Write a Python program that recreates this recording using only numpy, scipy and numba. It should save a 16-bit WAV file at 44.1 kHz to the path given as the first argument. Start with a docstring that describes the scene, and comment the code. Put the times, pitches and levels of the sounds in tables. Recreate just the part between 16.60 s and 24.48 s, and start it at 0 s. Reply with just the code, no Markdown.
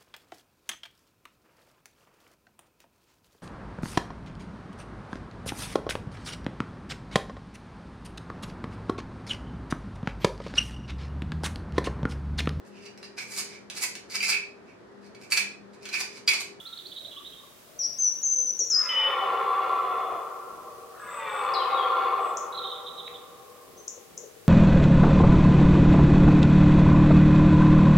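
"""A forest clearing at dusk. Over a hush, the faint tail of an earlier roar rings in the trees among
distant groans, and a small bird twitters. Nearer birds whistle, then a red deer stag roars twice: harsh,
irregular pulses through a throat whose resonances sink as the larynx is pulled down. The forest edge
rings long after him. Thin, high bird calls cross the second roar; as it dies away come sharp ticks,
more twittering and a few last distant groans."""
import sys
import numpy as np
from scipy import signal
from scipy.fft import rfft, irfft
from scipy.io import wavfile
from scipy.ndimage import uniform_filter1d
from numba import njit

SR = 44100
rng = np.random.default_rng(int(sys.argv[2]) if len(sys.argv) > 2 else 0)


def to_wav(sig):
    """Store sig (one row per channel, or 1-D mono) as 16-bit WAV at the path in sys.argv[1].

    Samples outside -1..1 are clipped; the rate is SR.
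    """
    pcm = np.clip(np.atleast_2d(sig), -1, 1) * 32767
    pcm = np.round(pcm).astype(np.int16)
    wavfile.write(sys.argv[1], SR, pcm.T)  # frames by channels


N = 347508
TIME = np.arange(N) / SR


def from_db(db):
    """Decibels to gain."""
    return 10 ** (np.asarray(db) / 20)


def rms_one(x):
    """Scale to rms 1."""
    return x / np.sqrt(np.mean(x ** 2) + 1e-20)


def at_hz(points, hz):
    """Read a curve on a log-frequency axis."""
    knots_hz, values = np.array(points).T
    return np.interp(np.log(hz + 1), np.log(knots_hz), values)


def butter(x, hz, kind, order=2):
    """Butterworth filter."""
    return signal.sosfilt(signal.butter(order, hz, kind, fs=SR, output="sos"), x)


def drift(per_s, size):
    """Random wander with a spread of about 1."""
    knots = rng.standard_normal(4096)
    return np.interp(np.arange(size) / SR * per_s, np.arange(len(knots)), knots)


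def pan(x, left_db):
    """Place a sound by how much louder it is on the left."""
    return x * from_db([[left_db / 2], [-left_db / 2]])


def stereo_noise(alike, size):
    """Two white noises with a given correlation."""
    mid, side = rng.standard_normal((2, size))
    return np.sqrt((1 + alike) / 2) * mid + np.sqrt((1 - alike) / 2) * side * [[1], [-1]]


def add(track, start, sound):
    """Mix a sound into a track at a time in seconds, trimming any overhang."""
    i = round(start * SR)
    part = sound[max(0, -i):max(0, N - i)]
    track[max(0, i):max(0, i) + len(part)] += part


def forest(x, trunks_db, tail_db, trunks_t60, alike):
    """Direct sound, quick scatter from nearby trunks and a long, uneven tail that loses treble first."""
    # How long the forest rings. Each row: frequency in Hz, seconds to fall by 60 dB.
    ring_times = [(300, 5.23), (500, 4.78), (760, 2.57), (1100, 3.14), (1400, 2.76), (1900, 2.03),
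                  (3000, 1.51), (5000, 1.05), (8000, 1.22)]
    t = TIME[:3 * SR]
    edges_hz = 200 * 2 ** (np.arange(19) / 3)   # third octaves
    white, tail = stereo_noise(alike, len(t)), 0
    for low, high in zip(edges_hz, edges_hz[1:]):
        decay_db = 60 * t / at_hz(ring_times, np.sqrt(low * high))
        ripple_db = 2.0 * drift(12.12, len(t))
        tail = tail + butter(white, [low, high], "band") * from_db(ripple_db - decay_db)
    tail = tail * (1 - np.exp(-t / 0.0046))
    trunks = stereo_noise(alike, len(t)) * from_db(-60 * t / trunks_t60) * (t > .003)
    echo = (from_db(tail_db) * rms_one(tail) + from_db(trunks_db) * rms_one(trunks)) / np.sqrt(len(t))
    return x + signal.fftconvolve(x[None], echo, axes=1)[:, :N]


def hush():
    """The bed: far air in the trees and a thin, even hiss."""
    # Tone of the air. Each row: frequency in Hz, relative level in dB.
    spectrum = [(12, -61.5), (25, -15.5), (100, -5.5), (180, -3), (300, -4), (450, -2), (700, -9),
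                (1150, -8), (1600, -11), (4300, -14.5), (15500, -16.5)]
    # Its width. Each row: frequency in Hz, left-right correlation.
    likeness = [(60, 0.3), (500, 0.34), (2000, 0.038), (8000, 0.013)]
    # Its lean. Each row: frequency in Hz, left over right in dB.
    balance = [(60, 1.5), (500, 2), (3000, -1), (12000, -.5)]
    hz = np.arange(N // 2 + 1) * SR / N
    mid, side = rfft(rng.standard_normal((2, N)))
    alike, sides = at_hz(likeness, hz), np.array([[1], [-1]])
    white = np.sqrt(1 + alike) * mid + np.sqrt(1 - alike) * side * sides
    colour = from_db(at_hz(spectrum, hz) + sides * at_hz(balance, hz) / 2)
    air = rms_one(irfft(colour * white, N))
    swell = from_db(2.0 * drift(13, N)) - 1   # the low air comes and goes
    return from_db(-52.5) * (air + swell * butter(air, 430, "low", order=1))


def vocal_folds(size, pitch_hz, jitter, shimmer_db, rasp):
    """Slack folds slap shut at uneven times and strengths; air rasps through at every opening."""
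    cycles = np.cumsum(pitch_hz * np.exp(jitter * drift(90, size))) / SR
    slaps = np.diff(np.floor(cycles), prepend=0) * from_db(shimmer_db * drift(120, size))
    air = rng.standard_normal(size) * np.exp(-2.5 * (cycles % 1))
    return rms_one(slaps) + rasp * rms_one(air)


def murmur(per_s=7.4, length_s=0.66, low_hz=338, high_hz=685, level_db=-71):
    """Cues for faint groans at random times and resonances, dense enough to merge."""
    draws = rng.random((int(per_s * N / SR), 2))
    return [(when * N / SR, length_s, low_hz * (high_hz / low_hz) ** height, level_db)
            for when, height in draws]


def roar_tail_and_groans():
    """An earlier roar's faint tail among distant groans, to the left: each swell is one resonance."""
    # Each row: start in seconds, length in seconds, resonance in Hz, relative level in dB.
    # The opening rows above 1000 Hz are the roar's tail; the others are groans.
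    swells = [(-.05, 0.31, 1330, -60), (0.197, 0.13, 343, -58.5), (0.349, 0.22, 620, -59),
              (0.498, 0.19, 1176, -57.5), (0.682, 0.28, 1095, -65), (0.899, 0.59, 630, -63),
              (1.756, 0.088, 503, -51.5), (1.959, 0.11, 459, -50), (7.15, 0.077, 430, -53),
              (7.33, 0.11, 487, -53), (7.523, 0.21, 467, -51)]
    half_width_hz = 64
    out = np.zeros(N)
    for start, length, hz, level_db in swells + murmur():
        size = int(length * SR)
        folds = vocal_folds(size, pitch_hz=121.2, jitter=0.25, shimmer_db=7, rasp=0.7)
        band = rms_one(butter(folds, [hz - half_width_hz, hz + half_width_hz], "band"))
        add(out, start, from_db(level_db) * np.hanning(size) * band)
    return pan(forest(out, trunks_db=-1.0, tail_db=-9.0, trunks_t60=0.12, alike=0.14), 9.2)


def syrinx(pitch, level_db, edge, waver, wavers_per_s=295):
    """A bird's unsteady, near-sine note along a pitch line; edge is the share spent fading."""
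    size = len(pitch)
    phase = 2 * np.pi * np.cumsum(pitch * (1 + waver * drift(wavers_per_s, size))) / SR
    return np.sqrt(2) * from_db(level_db) * signal.windows.tukey(size, edge) * np.sin(phase)


def chirp(length, first_hz, last_hz, level_db):
    """A quick, buzzy, arched sweep; the other side of the syrinx adds a softer, lower note."""
    arch, buzz_depth, buzz_hz = 0.021, 0.036, 105.5
    size = int(length * SR)
    pitch = np.linspace(first_hz, last_hz, size) * (1 + arch * (1 - np.linspace(-1, 1, size) ** 2))
    buzz = 1 + buzz_depth * np.sin(2 * np.pi * (buzz_hz * TIME[:size] + rng.random()))
    upper = syrinx(pitch * buzz, level_db, edge=0.38, waver=0.021)
    lower = syrinx(pitch.mean() * .87 * buzz[::-1], level_db - 12.5, edge=0.3, waver=0.027)
    return upper + lower


def twitterer():
    """Two hurried phrases of chirps from the trees on the right."""
    # Each row: start in seconds, length in seconds, first and last pitch in Hz, relative level in dB.
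    chirps = [(0.0, 0.013, 3060, 3670, -41), (0.05, 0.034, 3350, 4330, -40),
              (0.126, 0.017, 3610, 3770, -38.5), (0.173, 0.0085, 3370, 4380, -39),
              (0.183, 0.021, 3570, 3490, -41.5), (0.25, 0.026, 3530, 4330, -40),
              (0.316, 0.017, 3136, 3900, -39.5), (0.361, .016, 3890, 3490, -37.5),
              (0.376, 0.015, 3386, 4115, -36.5), (0.446, 0.021, 3480, 4070, -37.5),
              (0.509, 0.027, 3450, 3190, -43.5), (0.56, 0.035, 2990, 3700, -41.5),
              (0.643, 0.041, 3550, 3820, -41.5), (0.72, 0.026, 3090, 3360, -48),
              (0.765, 0.042, 3600, 3575, -49.5), (5.924, 0.01, 3840, 3920, -40.5),
              (5.943, 0.021, 3790, 3940, -39), (5.972, 0.027, 4010, 3640, -33),
              (6.016, 0.017, 3930, 3520, -41), (6.034, 0.029, 3750, 3660, -33.5),
              (6.07, 0.018, 3696, 3630, -37), (6.099, 0.0086, 3920, 3590, -33),
              (6.115, 0.014, 3780, 3420, -34.5), (6.13, 0.036, 3710, 3280, -41),
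              (6.26, 0.039, 3625, 3780, -37.5), (6.374, 0.042, 3940, 3340, -39),
              (6.459, 0.027, 3700, 3700, -41), (6.537, 0.029, 3647, 3485, -43)]
    out = np.zeros(N)
    for start, *note in chirps:
        add(out, start, chirp(*note))
    in_trees = forest(out, trunks_db=-2.0, tail_db=-11.5, trunks_t60=0.59, alike=.37)
    return from_db(-2.03) * pan(in_trees, -5.5)


def whistles():
    """Pure songbird notes that swoop down onto a pitch, then slide while they swell or fade."""
    # Each row: start in seconds, length in seconds, first pitch in Hz, swoop time in seconds,
    # settled pitch in Hz, slide in Hz per second, relative level in dB, swell over the note in dB.
    notes = [(1.188, 0.08, 6140, 0.015, 5600, 1100, -23, 5),
             (1.384, 0.1086, 6450, 0.01, 6204, -2800, -18, 8.5),
             (1.625, 0.21, 7000, 0.017, 6150, -200, -20, 0), (1.855, 0.057, 6227, 0.019, 5870, 14, -21, 3),
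             (1.99, 0.058, 7490, 0.0062, 5710, 89, -19.5, -3.5),
             (2.098, 0.11, 7640, 0.011, 4974, 1097, -16.5, 4.5)]
    out = np.zeros(N)
    for start, length, first_hz, swoop, settled_hz, slide, level_db, swell_db in notes:
        t = TIME[:int(length * SR)]
        pitch = settled_hz + (first_hz - settled_hz) * np.exp(-t / swoop) + slide * t
        pitch = pitch * (1 + 0.0076 * drift(55, len(t)))   # the held pitch strays a little
        add(out, start, syrinx(pitch, level_db + swell_db * (t / length - .5), edge=0.11, waver=0.0081))
    return out


def hoarse_notes():
    """Lower, rougher bird notes that glide down towards a pitch."""
    # Each row: start in seconds, length in seconds, first and target pitch in Hz,
    # glide time in seconds, relative level in dB, roughness as a share of the pitch.
    notes = [(1.213, 0.028, 6170, 4570, 0.018, -32, 0.042), (1.405, 0.026, 5500, 4420, 0.02, -45.5, 0.067),
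             (2.286, 0.2, 3048, 2994, 0.02, -23.5, 0.015), (4.937, 0.037, 5440, 3856, 0.0088, -29, 0.02),
             (4.995, 0.044, 3380, 2990, 0.021, -37.5, 0.018), (5.11, 0.073, 3875, 3750, 0.044, -39, 0.013),
             (5.17, 0.091, 3470, 3200, 0.043, -35, 0.022), (6.477, 0.0038, 3100, 1730, 0.0018, -36.5, .015)]
    out = np.zeros(N)
    for start, length, first_hz, target_hz, glide, level_db, rough in notes:
        t = TIME[:int(length * SR)]
        pitch = target_hz + (first_hz - target_hz) * np.exp(-t / glide)
        add(out, start, syrinx(pitch, level_db, edge=0.086, waver=rough, wavers_per_s=600))
    return out


def near_birds():
    """Whistles, hoarse notes, thin calls and ticks from the trees on the left."""
    song = forest(whistles(), trunks_db=-3.0, tail_db=-22.5, trunks_t60=0.6, alike=0.46)
    contact = forest(ticks(), trunks_db=-0.5, tail_db=-19.0, trunks_t60=0.38, alike=0.32)
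    calls = hoarse_notes() + thin_calls()
    deeper = forest(calls, trunks_db=0.5, tail_db=-18.5, trunks_t60=0.64, alike=0.1)
    return pan(from_db(-6.0) * song + contact, 4.5) + from_db(-5.5) * pan(deeper, 5.0)


def roar_gesture(pull, hold, tiring, full_db, resting, abruptness, flare_db):
    """Pull, hold, tire, let go: one roar's effort, throat shortness, brightness and tiredness (0-1)."""
    swell_db, sag_db, release_db_per_s = 21, 6.5, 175
    flare_at, flare_width = 0.49, 0.36   # shares of the pull
    end = pull + hold + tiring
    t = TIME[:int((end + 40 / release_db_per_s) * SR)]
    to_go = np.maximum(1 - t / pull, 0)   # the larynx drops fast, then eases onto its stop
    tired = np.clip((t - pull - hold) / tiring, 0, 1)
    creep = 0.028 * (pull + hold - t)   # the throat keeps stretching a little
    wobble = (0.0072 + 0.035 * tired ** 2) * drift(7.98, len(t))   # and shakes more as he tires
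    shortness = 1 + (resting - 1) * to_go ** 1.64 + creep + wobble
    release_db = release_db_per_s * np.maximum(t - end, 0)
    effort_db = full_db - swell_db * to_go ** abruptness - sag_db * tired - release_db
    bright_db = flare_db * np.exp(-((t / pull - flare_at) / flare_width) ** 2)
    return effort_db, shortness, bright_db, tired


@njit
def resonance(x, hz, width):
    """A resonance with moving centre and width, and a peak gain of about 1."""
    out, state = np.zeros(len(x)), 0j
    for i in range(len(x)):
        decay = np.exp(-np.pi * width[i] / SR)
        state = state * decay * np.exp(2j * np.pi * hz[i] / SR) + x[i]
        out[i] = 2 * (1 - decay) * state.real
    return out


def roar(effort_db, shortness, bright_db, tired, rasp_db):
    """The stag lowers his larynx while he calls: the throat lengthens and its resonances slide down."""
    # Resonances of the stretched throat. 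Each row: centre in Hz, width in Hz, relative level in dB,
    # how strongly it follows the larynx, how strongly it takes up the brightness.
    throat = [(399, 21.5, -7, 0.91, 0.5), (485.6, 54, -3.5, 0.77, 0.58), (697, 73, -12.5, 0.72, 0.64),
              (762.4, 21.4, 2.6, 1, 0.53), (1070.6, 68.5, 4, 0.42, 0.15), (1124, 28.3, -1, 0.69, 0.5),
              (1342, 22.3, 3, 0.734, 0.032), (1528, 7.5, -17.5, 0.874, 1.46),
              (1767, 27, -16.5, 0.557, 1.59), (1868, 45, -22.5, 0.88, 1.5), (2026, 15, -15, 0.26, 0.75),
              (2196, 26, -11.5, 0.59, 1.15), (2520, 85, -18.5, 0.39, 1.1), (2720, 170, -23.5, 0.47, 0.77),
              (3476, 58, -17, 0.098, 1.24), (4020, 58, -28.5, .1, 0.058)]
    attack_s, blur_hz = 0.099, 22
    t = TIME[:len(effort_db)]
    folds = vocal_folds(len(t), pitch_hz=80.07, jitter=.35, shimmer_db=1.5, rasp=1.12)
    slack, voice = np.maximum(shortness - 1, 0), 0
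    for hz, width, level_db, follows, lift in throat:
        flutter = (0.0075 + 0.026 * slack) * drift(30, len(t))
        centre = hz * shortness ** follows * (1 + flutter)
        damping = width + blur_hz * slack   # a slack throat rings less sharply
        closed_db = -22 * slack * abs(np.log2(hz / 1100))   # a half-closed mouth favours the mids
        ringing = resonance(resonance(folds, centre, damping), centre, damping * 4.5)
        voice = voice + from_db(level_db + closed_db + lift * bright_db) * ringing
    # Raw slaps and hiss fill the valleys; a high rasp joins once the throat is wide open.
    slaps = from_db(-21.5 + 15 * tired) * butter(folds, [400, 1350], "band", order=6)
    hiss = from_db(-40.5 + bright_db) * butter(folds, [1700, 3600], "band", order=6)
    rasp = from_db(rasp_db - 70 * slack) * (1 - tired) * butter(folds, [3700, 4650], "band", order=6)
    voice = butter(voice + (slaps + hiss) / shortness ** 2 + rasp, 321, "high", order=4)
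    levelled = voice / np.sqrt(uniform_filter1d(voice ** 2, size=SR // 14) + 1e-12)
    return np.minimum(t / attack_s, 1) * from_db(effort_db) * levelled


def stag():
    """Two roars across the clearing, heard mostly by way of the trees."""
    # Each row: start, larynx pull, hold and tiring time in seconds, relative effort in dB, throat
    # shortness at rest (1 is stretched), abruptness of the swell, treble flare in dB, high rasp in dB.
    roars = [(2.08, 0.52, 0.52, 0.43, -25, 1.66, 1.7, 21.5, -41.5),
             (4.3, 0.639, 0.49, 0.24, -23, 1.506, 1.18, 13.5, -34)]
    out = np.zeros(N)
    for start, *gesture, rasp_db in roars:
        add(out, start, roar(*roar_gesture(*gesture), rasp_db))
    in_trees = forest(out, trunks_db=-1.0, tail_db=-3.0, trunks_t60=0.48, alike=0.72)
    return from_db(-5.5) * pan(in_trees, 1.56)


def thin_calls():
    """Wavering high notes from the canopy, each on a shallow arch of pitch."""
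    # Each row: start in seconds, length in seconds, top pitch in Hz, relative level in dB.
    calls = [(4.38, 0.12, 8170, -55), (4.48, 0.14, 7930, -47.5), (4.667, 0.21, 8170, -48.5),
             (5.59, 0.15, 8000, -54.5), (7.168, 0.045, 6300, -48)]
    out = np.zeros(N)
    for start, length, top_hz, level_db in calls:
        arch = 1 - 0.066 * np.linspace(-1, 1, int(length * SR)) ** 2
        add(out, start, syrinx(top_hz * arch, level_db, edge=0.44, waver=0.0358))
    return out


def ticks():
    """A bird's sharp contact ticks, each the same very short upward flick."""
    # Each row: start in seconds, relative level in dB.
    cues = [(5.769, -29), (7.278, -27), (7.575, -31.5)]
    flick_hz = np.linspace(4780, 8170, int(0.0068 * SR))
    out = np.zeros(N)
    for start, level_db in cues:
        add(out, start, syrinx(flick_hz, level_db, edge=1.0, waver=0.00082))
    return out


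def scene():
    """The stag out front, with far voices, birds and the hush around him."""
    return stag() + roar_tail_and_groans() + near_birds() + twitterer() + hush()


def record(dry):
    """A steep low-pass takes off the very top."""
    cutoff_hz = 15900
    return signal.sosfilt(signal.ellip(12, .1, 80, cutoff_hz, fs=SR, output="sos"), dry)


dry = scene()
out = record(dry)
to_wav(out)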